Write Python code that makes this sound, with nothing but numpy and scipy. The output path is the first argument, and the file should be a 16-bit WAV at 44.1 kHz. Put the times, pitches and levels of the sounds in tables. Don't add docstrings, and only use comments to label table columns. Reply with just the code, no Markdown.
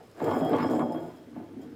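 import sys
import numpy as np
from scipy import signal
from scipy.fft import rfft, irfft
from scipy.io import wavfile

SR = 44100
rng = np.random.default_rng(int(sys.argv[2]) if len(sys.argv) > 2 else 0)


def amplitude_ratio(level_db):
    exponent = np.asarray(level_db, float) / 20
    return 10 ** exponent


def generate_wav(signal):
    frames = np.transpose(np.atleast_2d(signal))
    scaled = np.clip(frames, -1, 1) * 32767
    pcm = np.round(scaled).astype(np.int16)
    wavfile.write(sys.argv[1], SR, pcm)


N = 77175


def evened(x):
    return x / np.sqrt(np.mean(x ** 2) + 1e-20)


def curve(table, col):
    rows = np.array(table)
    return amplitude_ratio(np.interp(np.arange(N) / SR, rows[:, 0], rows[:, col]))


def resonate(x, hz, width):
    r = np.exp(-np.pi * width / SR)
    w = 2 * np.pi * hz / SR
    return signal.lfilter([0, np.sin(w) * r], [1, -2 * r * np.cos(w), r * r], x)


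def bandpass(x, order, hz):
    return signal.sosfilt(signal.butter(order, hz, "band", fs=SR, output="sos"), x)


def coloured(x, points):
    f, db = np.transpose(points)
    log_f = np.log(np.fft.rfftfreq(N, 1 / SR) + 1)
    return irfft(rfft(x) * amplitude_ratio(np.interp(log_f, np.log(f + 1), db)), N)


def bumps(per_s, spread_db):
    size = amplitude_ratio(spread_db * np.minimum(rng.exponential(1, N), 3))
    sign = rng.choice([-1., 1.], N)
    return evened(size * sign * (rng.random(N) < per_s / SR))


def drift(db, hz):
    t = np.arange(0, N + 128, 128) / SR
    wave = sum(np.sin(2 * np.pi * (f * t + rng.random())) for f in np.geomspace(hz / 4, hz, num=12))
    return evened(amplitude_ratio(db * np.interp(np.arange(N) / SR, t, evened(wave))))


def hits(table, col=None):
    out = np.zeros(N)
    for row in table:
        out[round(row[0] * SR)] = amplitude_ratio(row[1] + (row[col] if col else 0))
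    return out


def burst(db, t60, hz):
    t = np.arange(3000) / SR
    return bandpass(rng.standard_normal(len(t)), 4, hz) * amplitude_ratio(db - 60 * t / t60)


def noise_bursts(clicks, db, t60, hz):
    return sum(signal.oaconvolve(hits([click]), burst(db, t60, hz))[:N] for click in clicks)


# f/Hz, level/dB
ROOM_SPECTRUM = [(25, -17), (105, 4.5), (369, -0.5), (479, 1), (800, -14), (2200, -17.5), (4910, -25.5),
                 (15500, -38)]


def room_hush():
    return amplitude_ratio(-55) * evened(coloured(rng.standard_normal(N), ROOM_SPECTRUM))


# t/s, favoured rumble pitch f/Hz, then drive level/dB of
# rumble 200-400 Hz, boards 400-900 Hz, hard contact 900-2000 Hz, scrape, sharp board mode
ROLL_LEVELS = [(0.0, 295, -53, -45, -65, -64, -52), (0.106, 324, -76, -74, -68, -84, -71),
               (0.185, 318, -42.5, -41.5, -54, -56.5, -72), (0.213, 306, -39.5, -46, -42, -48.5, -29),
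               (0.272, 295, -28.5, -25.5, -33, -48.5, -30.5), (0.34, 259, -29, -32, -31, -56.5, -45),
               (0.4, 298, -27, -31, -39.5, -51.5, -35), (0.445, 270, -27, -30, -44, -56, -40.5),
               (0.506, 314, -32, -30.5, -46, -47.5, -22), (0.536, 310, -25, -29, -28, -52, -28.5),
               (0.574, 305, -47, -42, -33.5, -46, -32), (0.598, 310, -27.5, -43, -34, -36.5, -38),
               (0.652, 289, -29.5, -33, -33.5, -50, -44), (0.726, 259, -25.5, -34.5, -35.5, -58, -34),
               (0.765, 280, -25, -32, -47, -49, -49), (0.818, 244, -23, -28, -36.5, -77, -37),
               (0.872, 286, -35.5, -38, -55, -64, -65), (0.978, 342, -33, -38, -42.5, -59, -68),
               (1.03, 336, -36.5, -41, -58, -65, -66), (1.09, 317, -44, -46, -54.5, -63.5, -53),
               (1.276, 274, -53.5, -62, -65.5, -73, -70), (1.39, 262, -32, -60, -53, -63, -50),
               (1.45, 269, -50.5, -53.5, -62, -72, -74), (1.53, 275, -41.5, -62, -61, -72, -79),
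               (1.584, 250, -40, -58, -69, -69, -64), (1.628, 287, -45.5, -52, -66, -67.5, -59),
               (1.75, 248, -39, -62.5, -75, -66.5, -54)]
# t/s, level/dB, hard part relative to it level/dB
KNOCK_HITS = [(0.201, -27.5, 0), (0.215, -18, -19), (0.26, -21.5, -18), (0.312, -15, -6.5),
              (0.37, -27.5, -22), (0.409, -20, -9), (0.452, -19, -15.5), (0.517, -15.5, -16),
              (0.531, -13.5, -6), (0.548, -31.5, 5), (0.557, -24, 0.5), (0.584, -22.5, 2),
              (0.605, -25.5, -14), (0.626, -30, 7.5), (0.643, -18, -8), (0.732, -20, -5),
              (0.793, -21, -1.5), (0.946, -24, -10), (1.361, -30.5, -12), (1.399, -32, -18)]
# f/Hz, width f/Hz, relative level/dB
BASS_MODES = [(105.3, 25, 0), (165.3, 11, 0.01)]
RUMBLE_MODES = [(241, 20, -2), (268, 24, 0), (292, 24, 0), (320, 22, 0), (352, 26, -2)]
BOARD_MODES = [(430, 34, -15), (541, 23, -0.5), (578.3, 23.5, 0), (641.7, 44.7, 6), (683.3, 18, 0),
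               (742.7, 28.4, 3), (858.4, 25.7, 1)]
HARD_MODES = [(888.6, 27.4, 8), (1002, 42, 7), (1129.6, 30.5, 2.5), (1203, 24, -8.5), (1440, 13, -8.5),
              (1656, 44, -7), (2120, 80, -4)]
SHARP_MODE = [(465, 18, -8)]
GROUP_COLUMNS = (2, 2, 3, 4, 6)
# low edge f/Hz, high edge f/Hz
GROUP_BANDS = ((85, 160), (232, 440), (382, 1227), (683, 1930), (347, 657))


def board_modes():
    rough = bumps(per_s=900, spread_db=4)
    body, hard = hits(KNOCK_HITS), hits(KNOCK_HITS, col=2)
    favoured_hz = np.interp(np.arange(N) / SR, *np.array(ROLL_LEVELS).T[:2])
    reach_hz, knock_spread_s = 43, 0.001496
    groups = (BASS_MODES, RUMBLE_MODES, BOARD_MODES, HARD_MODES, SHARP_MODE)
    knocks = (body, body, body, hard, body)
    out = np.zeros(N)
    for col, modes, knock, band_hz in zip(GROUP_COLUMNS, groups, knocks, GROUP_BANDS):
        favoured = modes is RUMBLE_MODES
        share = [np.exp(-((f - favoured_hz) / reach_hz) ** 2) if favoured else 1 for f, _, _ in modes]
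        drive = [rough * drift(db=3, hz=11) * part for part in share]
        norm = np.std(sum(amplitude_ratio(db) * resonate(d, f, width) for d, (f, width, db) in zip(drive, modes)))
        bass_trim = amplitude_ratio(-9.5 * (modes is BASS_MODES))
        level = curve(ROLL_LEVELS, col) / norm * bass_trim
        blow = amplitude_ratio(-8) * knock / np.sqrt(len(modes))
        late = (rng.random(len(modes)) * knock_spread_s * SR).astype(int)
        rung = np.zeros(N)
        for d, lag, part, (f, width, db) in zip(drive, late, share, modes):
            push = d * level + np.roll(blow, lag) * part
            rung += amplitude_ratio(db) * resonate(push, f, width)
        out += bandpass(rung, 2, band_hz)
    return out


def knock_edges():
    hard_clicks = [(s, db + hard_db) for s, db, hard_db in KNOCK_HITS]
    return noise_bursts(hard_clicks, db=-14, t60=0.036, hz=(910, 3730))


def tabletop():
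    low_cut = signal.butter(5, 103.7, "high", fs=SR, output="sos")
    return signal.sosfilt(low_cut, board_modes() + knock_edges())


# f/Hz, level/dB
SCRAPE_SPECTRUM = [(880, -1), (1500, 10), (2230, 0), (3800, -12.5), (4680, -14.5), (6240, -44),
                   (15000, -51)]


def scrape(grit):
    return curve(ROLL_LEVELS, col=5) * evened(coloured(grit, SCRAPE_SPECTRUM))


# t/s, then level/dB of the pair at 3.2 kHz, group at 5 kHz, group at 7 kHz,
# modes above 9 kHz, fizz between the rings
RING_LEVELS = [(0.15, -92, -77, -89, -80, -72.5), (0.228, -68, -71, -60.5, -65.5, -66),
               (0.326, -52.5, -59, -68.5, -64, -61), (0.398, -54, -68.5, -56, -57.5, -77),
               (0.424, -53, -60.5, -72, -71, -77), (0.49, -62, -65, -69, -63, -61),
               (0.525, -87, -66, -69, -72, -77), (0.54, -44.5, -69, -70, -70, -59.5),
               (0.6, -89.5, -62, -67, -61, -63.5), (0.64, -50, -58, -65, -62, -85),
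               (0.68, -62, -60, -69, -74, -60.5), (0.726, -61, -57.5, -61, -60, -64),
               (0.8, -58, -72, -62, -68, -73), (0.85, -64.5, -72, -77, -73.5, -69),
               (0.916, -68, -78, -79, -78, -79), (0.926, -63, -75, -77, -66.5, -91),
               (1.032, -70, -77, -74.5, -72, -71.5), (1.286, -78, -81, -86, -80, -82),
               (1.602, -83, -102, -92, -81, -84), (1.618, -62, -81, -64.5, -70, -76),
               (1.66, -93, -80, -93, -81, -80)]
# f/Hz, level/dB
FIZZ_SPECTRUM = [(2000, -39), (3500, 3.5), (7500, 3), (15500, -6.5)]


def fizz(grit):
    clumps = drift(db=5.5, hz=60.07)
    return curve(RING_LEVELS, col=5) * clumps * evened(coloured(grit, FIZZ_SPECTRUM))


GLASS_PITCHES = [
    [3220, 3267],
    [5035, 5110, 5350],
    [6880, 7120, 7600, 7670],
    [9220, 9380, 9780, 10900, 11700, 11900, 13450, 13550, 14600, 14900, 15650],
]
# relative level/dB, fall by 60 dB t/s
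GLASS_MODES = [
    [(-5, 0.069), (0.5, 0.11)],
    [(-10, 0.068), (-2.5, 0.13), (-3.5, 0.03)],
    [(-5, 0.029), (-6, 0.083), (-5, 0.048), (-6.5, 0.058)],
    [(-4.5, 0.041), (-13.5, 0.09), (-8, 0.037), (-6, 0.051), (-7.5, 0.06), (-4, 0.035), (-4, 0.023),
     (-1.5, 0.035), (-9, 0.049), (2.5, 0.023), (-30, 0.047)],
]
# t/s, level/dB
TICK_HITS = [(0.2416, -48), (0.34, -68), (0.4481, -51), (0.4945, -50), (0.7163, -54), (0.9219, -52.5),
             (1.0041, -60.5), (1.6152, -66)]
# t/s, f/Hz, level/dB before that mode's own
PING_HITS = [(0.326, 3267, -57), (0.531, 3267, -55), (0.796, 3267, -54), (0.621, 5110, -47),
             (0.63, 5110, -50), (0.924, 5110, -53)]


def glass(rubbing):
    out = np.zeros(N)
    for col, (pitches, modes) in enumerate(zip(GLASS_PITCHES, GLASS_MODES), start=1):
        parts = []
        for hz, (db, t60) in zip(pitches, modes):
            width = np.log(1000) / np.pi / t60
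            parts.append((hz, width, db, rubbing * drift(db=2, hz=14)))
        norm = np.std(sum(amplitude_ratio(db) * resonate(drive, hz, width) for hz, width, db, drive in parts))
        level = curve(RING_LEVELS, col) / norm
        luck_db = 4.5 * rng.standard_normal((len(TICK_HITS), len(parts)))
        for (hz, width, db, drive), mode_luck in zip(parts, luck_db.T):
            ticks = [(s, peak - 9 + luck) for (s, peak), luck in zip(TICK_HITS, mode_luck)]
            pings = [(s, peak) for s, ping_hz, peak in PING_HITS if ping_hz == hz]
            out += amplitude_ratio(db) * resonate(drive * level + hits(ticks + pings), hz, width)
    return out


def tick_snaps():
    return noise_bursts(TICK_HITS, db=-2, t60=0.024, hz=(5100, 12100))


def echoes(x):
    taps = np.zeros(SR // 2)
    at = np.arange(200, len(taps) - 20, 20)
    taps[at + rng.integers(0, 20, len(at))] = rng.choice([-1., 1.], len(at))
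    taps *= amplitude_ratio(-60 * np.arange(len(taps)) / SR / 0.27)
    return signal.fftconvolve(x, taps / np.linalg.norm(taps))[:N]


def scene():
    grit = bumps(per_s=3600, spread_db=5)
    near = tabletop() + scrape(grit) + fizz(grit)
    rubbing = bumps(per_s=3600, spread_db=5.5)
    near += glass(rubbing) + tick_snaps()
    hush = room_hush()
    return (near + amplitude_ratio(-10.5) * echoes(near) + hush)[None]


def roll_off(x):
    return signal.sosfilt(signal.butter(12, 15900, fs=SR, output="sos"), x)


def record(dry):
    return roll_off(dry)


dry = scene()
out = record(dry)
generate_wav(out)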